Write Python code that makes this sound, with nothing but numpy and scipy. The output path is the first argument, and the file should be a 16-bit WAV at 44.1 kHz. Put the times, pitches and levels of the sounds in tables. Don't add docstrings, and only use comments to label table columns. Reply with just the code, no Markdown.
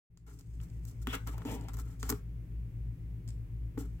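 import sys
import numpy as np
from scipy import signal
from scipy.fft import rfft, irfft
from scipy.io import wavfile

SR = 44100
rng = np.random.default_rng(int(sys.argv[2]) if len(sys.argv) > 2 else 0)


def store_pcm(level_fs):
    pcm = np.round(np.clip(level_fs, -1, 1) * 32767).astype(np.int16)
    wavfile.write(sys.argv[1], SR, np.atleast_2d(pcm).T)


N = 176400
TIME = np.arange(N) / SR


def from_db(db):
    return 10 ** (np.asarray(db) / 20)


def rms_one(x):
    return x / np.sqrt(np.mean(x ** 2) + 1e-20)


def per_frequency(points):
    hz, value = np.transpose(points)
    return np.interp(np.log(np.arange(N // 2 + 1) * SR / N + 1e-9), np.log(hz), value)


def drift(rate_hz):
    step, warm_up = 40, 2000
    memory = np.exp(-2 * np.pi * step * rate_hz / SR)
    noise = rng.standard_normal(N // step + warm_up + 2)
    slow = signal.lfilter([1], [1, -2 * memory, memory ** 2], noise)[warm_up:]
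    return np.interp(np.arange(N) / step, np.arange(len(slow)), rms_one(slow))


def tone_filter(tone):
    cepstrum = irfft(np.log(from_db(per_frequency(tone))))
    cepstrum[1:] *= 2
    return irfft(np.exp(rfft(cepstrum[:N // 2], N)))[:1024]


def add(out, start_s, sound):
    start = int(start_s * SR)
    out[start:start + len(sound)] += sound[:N - start]


def taps(rows, column):
    out = np.zeros(N)
    for row in rows:
        out[int(row[0] * SR)] += from_db(row[column])
    return out


def friction(rows, column, spread_db):
    attack_s, release_s = 0.0061, 0.0082
    slips_per_s, swell_db, grip_waver_db = 5000, 2.5, 2
    power = np.zeros(N)
    for row in rows:
        start, length_s = int(row[0] * SR), row[1]
        t = TIME[:N - start]
        arch = np.sin(np.pi * np.minimum(t / length_s, 1)) - .5
        envelope = np.clip(t / attack_s, 0, 1) * np.exp(-np.clip(t - length_s, 0, .5) / release_s)
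        power[start:] += (from_db(row[column] + swell_db * arch) * envelope) ** 2
    sizes = from_db(spread_db * np.minimum(rng.exponential(1, N), 4)) * rng.choice([-1, 1], N)
    slips = sizes * (rng.random(N) < slips_per_s / SR)
    return np.sqrt(power) * rms_one(slips * from_db(grip_waver_db * drift(39)))


def echoes(decay_s, onset_s):
    t = TIME[:SR // 2]
    decay = from_db(-60 * t / decay_s) * (1 - np.exp(-t / onset_s))
    wash = rng.standard_normal((2, len(t))) * decay
    for _ in range(8):
        even = irfft(np.exp(1j * np.angle(rfft(wash))), len(t))
        wash = even * np.minimum(1, 10 * decay / decay.max())
    return wash / np.linalg.norm(wash, axis=1, keepdims=True)


# pitch_hz, left_minus_right_db
EAR_BALANCE = [(250, .5), (900, 3.5), (1250, 7), (2000, 3), (2600, 6), (3700, 3), (5300, -4), (7500, 0),
               (9000, -1), (12500, 4), (15000, 9)]
def radiate(sound, near_db, room_db, tone=None):
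    if tone is not None:
        body = tone_filter(tone)
        sound = signal.fftconvolve(sound, body / np.linalg.norm(body))[:N]
    right_delay_s = .00014
    near = from_db(near_db) * echoes(decay_s=0.024, onset_s=0.00026)
    near[0, 0] += 1
    near[1, int(right_delay_s * SR)] += 1
    walls = from_db(room_db) * echoes(decay_s=0.23, onset_s=0.0081)
    path = near / np.sqrt(1 + from_db(near_db) ** 2) + walls
    ears = [tone_filter([(hz, side * db / 2) for hz, db in EAR_BALANCE]) for side in (1, -1)]
    path = signal.fftconvolve(path, ears, axes=1)
    return signal.fftconvolve(sound[None], path, axes=1)[:, :N]


# slow_motor_db, fast_motor_db, throb_peak_s, left_minus_right_db
MOTOR_HARMONICS = [(-44, -48, 2.085, 1.3), (-49, -50, 2.14, 3.7), (-57, -66, 2.1, 3.7)]
def motors():
    pitches_hz, waver_db = (54.9, 58.83), 2
    out = 0
    for multiple, (slow_db, fast_db, peak_s, left_db) in enumerate(MOTOR_HARMONICS, 1):
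        ears = from_db([[left_db / 2], [-left_db / 2]])
        for hz, db in zip(pitches_hz, (slow_db, fast_db)):
            hum = np.sqrt(2) * np.cos(2 * np.pi * multiple * hz * (TIME - peak_s))
            out = out + ears * from_db(db + waver_db * drift(2.74)) * hum
    return out


# pitch_hz, relative_db
AIR_TONE = [(20, -8), (40, 4.5), (62, -2), (82, 2), (105, -5), (150, -1), (200, -10), (290, -11),
            (400, -18), (600, -31), (1300, -37), (2200, -33.5), (3900, -46), (9000, -47), (15500, -44)]
# pitch_hz, likeness_0_to_1
AIR_LIKENESS = [(30, 0.92), (250, 0.92), (600, 0.59), (1500, 0.022), (15000, 0.042)]
def air():
    middle, side = rfft(rng.standard_normal((2, N)))
    alike = per_frequency(AIR_LIKENESS)
    both = np.sqrt(1 + alike) * middle + np.sqrt(1 - alike) * side * [[1], [-1]]
    return from_db(-51) * rms_one(irfft(both * from_db(per_frequency(AIR_TONE))))


# start_s, tick_relative_db, clack_level_db
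STRAP_CLICKS = [(.174, -46, -50), (.8524, -29, -46), (.9113, -40, -50), (1.0712, -25, -17),
                (1.2732, -21, -27), (1.3806, -29, -29), (1.419, -48, -28), (1.4512, -38, -29),
                (1.6852, -35, -32), (1.7351, -29, -39), (1.7408, -27, -38), (1.7699, -28, -34),
                (1.789, -29, -32), (1.7974, -32, -32), (2.0297, -27, -18), (2.091, -19, -38),
                (2.0935, -11, -20), (2.0989, -14, -22), (2.1016, -5, -17), (2.1154, -20, -25),
                (2.1243, -30, -19), (3.777, -36, -26)]
# pitch_hz, relative_db
TICK_TONE = [(1500, -16), (3500, -10), (4500, -6), (6200, 0), (7700, 1), (9000, -5), (10800, -4),
             (12500, -1), (15000, -3), (16500, -6)]
# pitch_hz, relative_db
STRAP_TONE = [(250, -15), (460, 1), (650, -9), (860, 0), (1030, -1), (1270, 3.5), (1680, -3), (2400, -9.5),
              (3300, -12.5), (4300, -17), (9000, -33)]
def clicks():
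    ticks = from_db(-1.5) * taps(STRAP_CLICKS, column=1)
    clacks = taps(STRAP_CLICKS, column=2)
    return (radiate(ticks, near_db=-3, room_db=-20.5, tone=TICK_TONE)
            + radiate(clacks, near_db=2.5, room_db=-9.5, tone=STRAP_TONE))


# start_s, level_db, pitch_hz
RIB_FLICKS = [(.174, -40, 7200), (.389, -39, 8000), (.41, -39, 7000), (.6145, -39, 7700),
              (.7008, -43, 7400), (1.4512, -33, 7000), (1.6114, -35, 7400), (1.685, -30, 7700),
              (2.0292, -19, 7100), (2.1243, -25, 7700), (3.2778, -33, 7500), (3.2892, -31, 7700),
              (3.3052, -34, 7600)]
def flicks():
    decay_s, low_ratio, low_db = .0025, .7, -7
    out, t = np.zeros(N), TIME[:SR // 20]
    for start_s, db, hz in RIB_FLICKS:
        phase = 2 * np.pi * hz * t
        notes = np.sin(phase) + from_db(low_db) * np.sin(low_ratio * phase)
        ring = notes * from_db(-60 * t / decay_s)
        add(out, start_s, from_db(db) * ring / np.linalg.norm(ring))
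    return radiate(out, near_db=-2.5, room_db=-8.5)


# start_s, length_s, hiss_relative_db, scrape_db, box_rumble_db
STRAP_RUBS = [(.26, 0.06, -67, -66.5, -61.5), (.32, 0.055, -66.5, -78, -62),
              (.385, 0.026, -61, -74.5, -61.5), (.6, 0.05, -62, -71.5, -68),
              (.85, 0.066, -60.5, -72.5, -90), (1.012, 0.017, -57.5, -71, -66),
              (1.07, 0.041, -49.5, -58, -56), (1.122, 0.03, -41, -41, -46.5),
              (1.262, 0.03, -53, -50, -48.5), (1.286, 0.053, -57, -62.5, -59.5),
              (1.345, 0.22, -69.5, -74, -55.5), (1.449, 0.062, -52, -61, -41),
              (1.508, 0.046, -48.5, -70, -39), (1.565, 0.078, -66, -67, -52.5),
              (1.68, 0.013, -55.5, -53.5, -51), (1.731, 0.018, -51, -57, -57),
              (1.77, 0.042, -53.5, -57.5, -51.5), (1.845, 0.1, -65, -70, -65.5),
              (2.024, 0.063, -53, -57.5, -56), (2.089, 0.0046, -27, -41.5, -30.5),
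              (2.106, 0.027, -62, -59, -36), (3.776, 0.035, -52, -61.5, -45),
              (3.801, 0.055, -66, -66, -50.5)]
# pitch_hz, relative_db
RIB_TONE = [(1500, -20), (3000, -10), (4300, -7), (5500, -2), (6800, 0), (7800, 3), (8900, -6), (10500, -6),
            (12600, -3), (14500, -5), (16000, -9)]
def rubbing():
    hiss = from_db(-5) * friction(STRAP_RUBS, column=2, spread_db=6.5)
    scrape = friction(STRAP_RUBS, column=3, spread_db=-0.5)
    shaking = friction(STRAP_RUBS, column=4, spread_db=-0.5)
    rumble = signal.fftconvolve(shaking, box_ring(pitch_ratio=1))[:N]
    return (radiate(hiss, near_db=15.5, room_db=-15, tone=RIB_TONE)
            + radiate(scrape, near_db=2.5, room_db=-9.5, tone=STRAP_TONE)
            + radiate(rumble, near_db=-25, room_db=-18))


# pitch_hz, relative_db, decay_s (time to fall 60 dB)
BOX_NOTES = [(221, -1, 0.041), (272, 7.5, 0.08), (303, 1.5, 0.075), (412, -2, 0.085), (465, -7, 0.064),
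             (800, -12, 0.042)]
def box_ring(pitch_ratio):
    t = TIME[:SR // 3]
    ring = 0
    for k, (hz, db, decay_s) in enumerate(BOX_NOTES):
        note = (-1) ** k * np.sin(2 * np.pi * hz * pitch_ratio * t)
        ring = ring + from_db(db - 60 * t / decay_s) * note
    return ring / np.linalg.norm(ring)


# start_s, length_s, level_db
SWISHES = [(.26, 1.77, -77), (.265, 0.08, -71), (.525, 0.084, -75), (1.47, 0.1, -66.5), (1.99, 0.05, -59.5),
           (3.277, 0.019, -62), (3.785, 0.19, -80)]
# pitch_hz, relative_db
SWISH_TONE = [(4200, -12.5), (5400, -5.5), (6100, -7.5), (7700, 2.5), (9300, -11), (15000, -15)]
def swishes():
    strokes = friction(SWISHES, column=2, spread_db=3.5)
    return radiate(strokes, near_db=9, room_db=-17, tone=SWISH_TONE)


# start_s, level_db
STRAP_CRACKS = [(.602, -37), (1.0712, -17)]
# start_s, length_s, level_db
STRAP_RASPS = [(1.074, 0.088, -52), (1.124, 0.028, -43.5), (1.452, 0.106, -57.5), (3.775, 0.052, -68),
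               (3.978, 0.025, -75)]
# pitch_hz, relative_db
STRAIN_TONE = [(500, -16), (1150, -2), (1700, -3), (2250, 1.5), (2550, -1), (3400, -2), (4200, -14),
               (9000, -22)]
def straining():
    cracks = taps(STRAP_CRACKS, column=1)
    rasps = friction(STRAP_RASPS, column=2, spread_db=1)
    return radiate(cracks + rasps + squeak(), near_db=1, room_db=-13.5, tone=STRAIN_TONE)


# start_s, level_db, pitch_ratio
BOX_KNOCKS = [(1.072, -8, .93), (1.451, -8, 1.0), (2.029, -17, .97), (2.104, -9, 1.0), (2.1235, -6, 1.0),
              (3.7745, -6, 1.04)]
def knocks():
    out = np.zeros(N)
    for start_s, db, pitch_ratio in BOX_KNOCKS:
        add(out, start_s, from_db(db) * box_ring(pitch_ratio))
    return radiate(out, near_db=-25, room_db=-18)


# start_s, length_s, relative_db, start_pitch_hz, end_pitch_hz
STRAP_SQUEAK = (1.078, .05, -54, 3250, 3700)
def squeak():
    start_s, length_s, db, start_hz, end_hz = STRAP_SQUEAK
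    progress = np.clip((TIME - start_s) / length_s, 0, 1)
    phase = 2 * np.pi * np.cumsum(start_hz + (end_hz - start_hz) * progress) / SR
    rough_note = drift(150) * np.cos(phase) + drift(150) * np.sin(phase)
    return from_db(db) * np.sin(np.pi * progress) * rough_note


# start_s, length_s, level_db
HAND_SLIDES = [(1.33, 0.087, -58.5), (1.452, 0.11, -48), (1.56, 0.14, -59.5)]
# pitch_hz, relative_db
CARDBOARD_TONE = [(300, -1), (650, -4.5), (780, -2), (860, 3), (960, 2.5), (1200, -29.5), (1950, -11.5),
                  (3000, -16.5), (8000, -37)]
def hand_slides():
    strokes = friction(HAND_SLIDES, column=2, spread_db=4)
    return radiate(strokes, near_db=-8, room_db=-5, tone=CARDBOARD_TONE)


def scene():
    silent_s, fade_s, fade_from_db = .1, 0.55, -15.5
    switch_on = np.clip((TIME - silent_s) / 0.0083, 0, 1)
    fade_in = from_db(fade_from_db * np.clip(1 - (TIME - silent_s) / fade_s, 0, 1))
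    background = switch_on * fade_in * (motors() + air())
    return (background + clicks() + flicks() + rubbing() + swishes()
            + straining() + knocks() + hand_slides())


def record(dry):
    cutoff_hz = 16000
    return signal.sosfilt(signal.ellip(10, .1, 90, cutoff_hz, fs=SR, output="sos"), dry)


dry = scene()
out = record(dry)
store_pcm(out)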